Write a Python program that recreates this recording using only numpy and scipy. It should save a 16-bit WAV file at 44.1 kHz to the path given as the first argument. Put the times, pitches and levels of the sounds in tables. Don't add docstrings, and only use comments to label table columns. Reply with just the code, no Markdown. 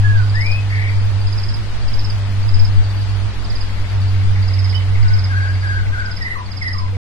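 import sys
import numpy as np
from scipy import signal
from scipy.fft import rfft, irfft
from scipy.io import wavfile
from scipy.ndimage import uniform_filter1d

SR = 44100
rng = np.random.default_rng(int(sys.argv[2]) if len(sys.argv) > 2 else 0)


def materialize(psi):
    bounded = np.clip(np.atleast_2d(psi).T, -1, 1)
    quanta = np.round(bounded * 32767).astype(np.int16)
    wavfile.write(sys.argv[1], SR, quanta)


def elevation(decibels):
    levels = np.asarray(decibels, float)
    return 10 ** (levels / 20)


N = 310023
T = np.arange(N) / SR


def evened(x):
    return x / np.sqrt(np.mean(x ** 2) + 1e-20)


def read(points, hz):
    f, value = np.transpose(points)
    return np.interp(np.log(hz + 1), np.log(f + 1), value)


def columns(rows, t):
    s, *rest = np.transpose(rows)
    return [np.interp(t, s, c) for c in rest]


def add(mix, start_s, sound):
    part = mix[:, round(start_s * SR):][:, :sound.shape[1]]
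    part += sound[:, :part.shape[1]]


def ports(turns, pan_db, lead_rad):
    side = np.array([[.5], [-.5]])
    return np.sqrt(2) * elevation(side * pan_db) * np.sin(2 * np.pi * turns + side * lead_rad)


def drift(below_hz, count):
    z = rfft(rng.standard_normal((count, N)))
    lowpass = 1 / (1 + (np.fft.rfftfreq(N, 1 / SR) / below_hz) ** 4)
    return evened(irfft(z * lowpass, N))


def beats(first_s, last_s, gap_s):
    count = round((last_s - first_s) / gap_s) + 1
    return np.arange(count), np.linspace(first_s, last_s, count)


def woods(x, t60_s, gap_s):
    t = np.arange(SR // 2) / SR
    signs = rng.choice([-1., 1.], (2, len(t)))
    taps = signs * (rng.random((2, len(t))) < .05)
    taps *= elevation(-60 * t / t60_s) * (t > gap_s)
    return signal.fftconvolve(x, taps / np.linalg.norm(taps[0]), axes=1)[:, :N]


def call(row, pan_db, knee, reached, depth_hz, rise_s, sag_db, lead_rad, per_s, start_turn, throb_db):
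    # multiple, level_db
    overtones = [(2, -26), (3, -56), (4, -31), (5, -37.5)]
    soft_start_db, release_s, release_db = -10.5, .02, -14
    rasp = .3
    start_s, length_s, row_db, from_hz, to_hz = row
    t = np.arange(0, length_s, 1 / SR)
    u = t / length_s
    glide = uniform_filter1d(np.interp(u, [0, knee, 1], [0, reached, 1]), size=600, mode="nearest")
    pitch_hz = from_hz + (to_hz - from_hz) * glide

    swing = 2 * np.pi * (per_s * t + start_turn)
    shake = evened(uniform_filter1d(rng.standard_normal(SR // 2), size=200))[:len(t)]
    turns = np.cumsum(pitch_hz + depth_hz * (np.cos(swing) + rasp * shake)) / SR
    tone = ports(turns, pan_db, lead_rad)
    tone = tone + sum(elevation(db) * ports(k * turns, 1.5, k * lead_rad) for k, db in overtones)

    level_db = row_db + soft_start_db * np.clip(1 - t / rise_s, 0, 1) + sag_db * u
    level_db += release_db * np.clip(1 - (length_s - t) / release_s, 0, 1)
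    level_db += throb_db * np.cos(swing - .6)
    return start_s, elevation(level_db) * tone * signal.windows.tukey(len(t), .08)


def birds():
    # start_s, length_s, level_db, first_pitch_hz, last_pitch_hz
    whistles = [
        (0.03, .21, -29, 1691, 1375),
    ]
    risers = [
        (0.335, .25, -29.5, 1653, 2584),
    ]
    peep = [
        (4.74, 0.046, -31.5, 2977, 3096),
    ]
    thin = [
        (5.03, .19, -40, 1496, 1577),
    ]
    buzz = [
        (0.695, .225, -32, 1952, 2127),
    ]
    warbles = [
        (5.29, 0.24, -29, 1560, 1590),
        (5.62, 0.2146, -28, 1630, 1509),
        (5.915, 0.1984, -28.5, 1534, 1512),
    ]
    high_warbles = [
        (6.205, 0.163, -30.5, 1872, 1936),
        (6.61, 0.12, -29.5, 2132, 1869),
    ]
    low_coos = [
        (6.35, 0.091, -35, 1340, 920),
        (6.74, 0.14, -37, 1298, 968),
    ]
    # lead_rad, warbles per_s, start_turn, throb_db
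    kinds = [
        (whistles, -8, .55, .15, 12, .018, -8, 2.1, 21, .5, 1.2),
        (risers, 4, .52, .78, 12, .015, -2.5, 2.1, 21, .2, 1.2),
        (peep, -15, .45, .3, 5, .02, -3, 2.1, 21, .2, .4),
        (thin, 3, .7, .1, 9, .04, -1.2, 2.3, 15.5, .7, .6),
        (buzz, 3, .4, .6, 215, .03, -3, 2.3, 43, .6, 1.5),
        (warbles, 3, .45, .45, 68, .05, -6, 2.3, 15.5, .7, 3),
        (high_warbles, -1.5, .25, .7, 110, .015, -2.5, 2.3, 19, .95, 5),
        (low_coos, 1.5, .17, .72, 30, .008, -6, 2.1, 21, .8, 3)]
    out = np.zeros((2, N))
    for calls, *manner in kinds:
        for row in calls:
            add(out, *call(row, *manner))
    return elevation(4.0) * out + elevation(-0.5) * woods(out, t60_s=0.27, gap_s=0.007)


def stroke(level_db, mid_hz, fall_hz, length_s, pan_db):
    u = np.arange(0, 1, 1 / (length_s * SR))
    shape = np.exp(-((u - .38) / .15) ** 2) + 0.3 * np.sin(np.pi * u)
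    turns = np.cumsum(mid_hz + fall_hz * (.38 - u)) / SR
    tone = ports(turns, pan_db, 1.61) + elevation(-30.5) * ports(2 * turns, pan_db, .3)
    return elevation(level_db - 5) * shape * tone


def near_insect():
    # first_stroke_s, last_stroke_s, first_stroke_db, full_strength_db
    bursts = [
        (0.297, 0.5156, -34, -27),
        (1.214, 1.5416, -36, -27.5),
        (1.823, 2.1006, -38, -26.5),
        (2.43, 2.6496, -36.5, -26.5),
        (3.391, 3.61, -37.5, -28.5),
        (4.425, 4.75, -34, -27.5),
        (5.027, 5.242, -36.5, -26.5),
        (5.999, 6.223, -38, -27.5),
        (6.460, 6.784, -36.5, -27),
    ]
    stroke_gap_s, early_s, uneven_db = .0555, .008, -0.1
    warm_up = .45
    out = np.zeros((2, N))
    for first_s, last_s, first_db, full_db in bursts:
        k, times_s = beats(first_s + early_s, last_s, stroke_gap_s)
        shortfall = warm_up ** k
        starts_s = times_s - early_s * shortfall
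        levels_db = full_db + (first_db - full_db) * shortfall
        for s, db, (a, b, c, d) in zip(starts_s, levels_db, rng.standard_normal((8, 4))):
            effort_db = db + 28
            mid_hz = 5000 + 36 * effort_db + 60 * a
            fall_hz = 1600 + 60 * effort_db + 200 * b
            one = stroke(db + uneven_db * c, mid_hz, fall_hz, length_s=0.034, pan_db=-11.5)
            add(out, s - .009, one)
            add(out, s + .002 + .004 * b, elevation(-13 + 5 * d) * one)
    return out + elevation(-7.0) * woods(out, t60_s=0.28, gap_s=.006)


def far_insects():
    # start_s, end_s, level_db
    high_bouts = [
        (0.101, .3, -44.5),
        (0.623, 1.0, -45),
        (2.702, 3.147, -42.5),
        (3.822, 4.155, -43.5),
        (5.291, 5.785, -42),
    ]
    # first_stroke_s, last_stroke_s, level_db
    low_bouts = [
        (3.691, 3.922, -32),
        (4.143, 4.2133, -32),
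        (4.357, 5.4031, -31),
        (5.475, 6.1744, -32.5),
        (6.485, 6.563, -36),
        (6.775, 6.9496, -35.5),
    ]
    low_gap_s = .076
    out = np.zeros((2, N))
    for start_s, end_s, level_db in high_bouts:
        times_s = np.arange(start_s, end_s, 1 / 16.0)
        for s, (a, b, c) in zip(times_s, rng.standard_normal((10, 3))):
            swell_db = -7 * (2 * (s - start_s) / (end_s - start_s) - 1) ** 4
            one_db = level_db + swell_db + 7 + 0.86 * a
            add(out, s + .003 * c, stroke(one_db, 4720 + 70 * b, 1120, length_s=0.029, pan_db=-1.5))
    for first_s, last_s, level_db in low_bouts:
        _, times_s = beats(first_s, last_s, low_gap_s)
        for s, a in zip(times_s, rng.standard_normal(16)):
            one_db = level_db - 1.5 + 2.0 * a
            add(out, s - .008, stroke(one_db, 2120, 948, length_s=0.02926, pan_db=3.5))
    return out + elevation(0.5) * woods(out, t60_s=0.3, gap_s=0.0039)


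def drone():
    # time_s, firing_hz, level_db, pan_db
    course = [(0.0, 101.1, -11.5, 5.5), (0.21, 101.3, -11.5, -3.5), (0.45, 100.5, -18, 0),
              (1.16, 98.1, -16, -6), (1.88, 102, -30, 2.5), (1.96, 99.35, -22.5, 2.5),
              (2.52, 98.1, -16.5, -4.5), (2.91, 97.9, -18, 0.5), (3.24, 97.16, -20.5, -13.5),
              (3.37, 96.7, -31.5, 0), (3.62, 96.1, -24, -7), (3.89, 96.4, -23.5, 2), (3.99, 96.8, -14, 0),
              (4.67, 94.8, -15, -5.5), (5.35, 95.3, -16, 0), (5.72, 94.8, -17.5, -3.5),
              (6.32, 95.64, -32, 5.5), (6.96, 93.8, -18.5, -3.5)]
    second_db, third_db = -46, -52.5
    firing_hz, level_db, pan_db = columns(course, T)
    flutter = drift(10.8, count=4)
    part_db = 0.17 * (level_db + 19)
    swell_db = 4.4 * np.exp(-((T - 3.7) / 1) ** 2)
    turns = np.cumsum(firing_hz + 0.24 * flutter[0]) / SR
    out = elevation(level_db + 0.8 * drift(10.0, count=1)) * ports(turns, pan_db, -0.67)
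    out += elevation(second_db + part_db + 2.64 * flutter[1]) * ports(2 * turns, 1.5, 1.0)
    out += elevation(third_db + swell_db + 2.8 * flutter[2]) * ports(3 * turns, .3, -1.2)
    return out


def hum():
    # time_s, firing_hz, level_db
    course = [
        (0, 53.05, -36),
        (5.4, 52.5, -35.5),
        (6.0, 57.84, -35),
        (6.4, 58.3, -45),
        (6.97, 61.5, -40.5),
    ]
    # multiple, level_db
    orders = [(.5, -9), (1, 5), (1.5, -11.5), (2, -4)]
    firing_hz, level_db = columns(course, T)
    turns = np.cumsum(firing_hz) / SR
    level_db = level_db + 1.4 * drift(1.3, count=1)
    return sum(elevation(level_db + own_db) * ports(k * turns, 4.5, 0.14) for k, own_db in orders)


def noise(colour, patchy_db):
    # freq_hz, left_right_likeness
    likeness = [(60, 0.32), (170, 0.77), (510, 0.5), (1480, 0.36), (4310, -0.14), (12600, 0.019)]
    # freq_hz, left_right_db
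    balance = [(60, -6), (170, 0.5), (510, 2.5), (1480, 3), (4310, 2.5), (12600, 0.5)]
    frame_count, hz = N // 512 + 5, np.fft.rfftfreq(2048, 1 / SR)
    a, b, c, d, patches = rng.standard_normal((frame_count, 1025, 5)).T
    patches = uniform_filter1d(patches, size=24, axis=0)
    patches = evened(uniform_filter1d(patches, size=6, axis=1))
    same = np.clip(read(likeness, hz), -1, 1)[:, None]
    left = a + 1j * b
    right = same * left + np.sqrt(1 - same ** 2) * (c + 1j * d)
    lean_db = read(balance, hz)[:, None] / 2
    colour_db = read(colour, hz)[:, None] + patchy_db * patches
    z = np.array([left, right]) * elevation(colour_db + np.array([lean_db, -lean_db]))
    return evened(signal.istft(z, nperseg=2048, noverlap=1536)[1][:, :N])


def hiss():
    # freq_hz, density_db_per_hz
    leaves = [(240, -10), (400, -2.5), (512, -6), (601, -3.5), (738, -4.5), (805, -3.5), (1180, -4.5),
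              (1570, -5), (2780, -8), (4120, -10), (4690, -9.5), (6280, -19.5), (11000, -28.5),
              (13000, -31.5)]
    # freq_hz, density_db_per_hz
    traffic = [(12, -20), (25, 0.5), (40, -6.5), (75, 4.5), (120, -3.5), (200, -6.5), (320, -14),
               (600, -46)]
    hiss_db, fade_from_s, fade_db_per_s = -41.5, 5.26, -3
    mixed = elevation(7.0) * noise(leaves, patchy_db=0.5) + elevation(6.5) * noise(traffic, patchy_db=1.5)
    return elevation(hiss_db + fade_db_per_s * np.maximum(T - fade_from_s, 0)) * mixed


def air_push():
    # time_s, peak_db, half_length_s
    gusts = [(0.023, -13.5, 0.15), (0.49, -17, .1), (1.213, -18.5, 0.22), (1.922, -21, 0.33),
             (2.404, -22, 0.029), (2.68, -12, 0.2), (3.652, -20.5, 0.36), (4.304, -21.5, .15),
             (5.083, -12.5, .15), (5.997, -19.5, 0.17), (6.754, -26, 0.12)]
    calm_db = -31.5
    highpass = signal.butter(2, 3.0, "high", fs=SR, output="sos")
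    lumps = evened(signal.sosfilt(highpass, drift(8.1, count=2)))
    strength = elevation(calm_db) + sum(elevation(db) * np.exp(-((T - s) / half_s) ** 2) for s, db, half_s in gusts)
    return strength * elevation([[2.5], [.6]]) * lumps


def handling():
    knock_s, knock_db, knock_hz, knock_t60_s = 6.925, -37.5, 485, 0.46
    tick_s, tick_db, tick_t60_s = 6.883, -47, 0.016
    out, t = np.zeros((2, N)), np.arange(4000) / SR
    knock = elevation(knock_db - 60 * t / knock_t60_s) * ports(knock_hz * t, 0, 0)
    add(out, knock_s, knock * np.minimum(t / 0.0067, 1))
    add(out, tick_s, elevation(tick_db - 60 * t / tick_t60_s) * rng.standard_normal((2, len(t))))
    return out


def scene():
    animals = birds() + near_insect() + far_insects()
    return animals + drone() + hum() + hiss() + air_push() + handling()


def starved(x):
    # freq_hz, share_of_bands_dropped
    holes = [(1200, 0.00083), (2600, .09), (8000, .11), (10500, 0.29), (11500, 0.45), (13000, .85)]
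    hz, _, z = signal.stft(x, SR, nperseg=1024, noverlap=768)
    band = np.minimum((hz / (70 + hz / 80)).astype(int), 63)
    luck = rng.random((z.shape[2] // 5 + 1, 65))
    luck = np.repeat(luck, 5, axis=0)[:z.shape[2]].T
    draw = np.where(hz[:, None] > 10800, (luck[band] + 2 * luck[64]) / 3, luck[band])
    power = uniform_filter1d((abs(z) ** 2).sum(0), size=7, axis=0)
    power = uniform_filter1d(power, size=5, axis=1)
    weak = power < 2.2 * np.median(power, axis=1)[:, None]
    gain = np.where(weak & (draw < read(holes, hz)[:, None]), elevation(-30), 1)
    return signal.istft(z * gain, SR, nperseg=1024, noverlap=768)[1][:, :N]


def roll_off(x):
    return signal.sosfilt(signal.butter(12, 13500, fs=SR, output="sos"), x)


def record(dry):
    end_s = 6.9695
    stop = np.clip((end_s - T) * SR / 20, 0, 1)
    return roll_off(starved(dry) * stop)


dry = scene()
out = record(dry)
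materialize(out)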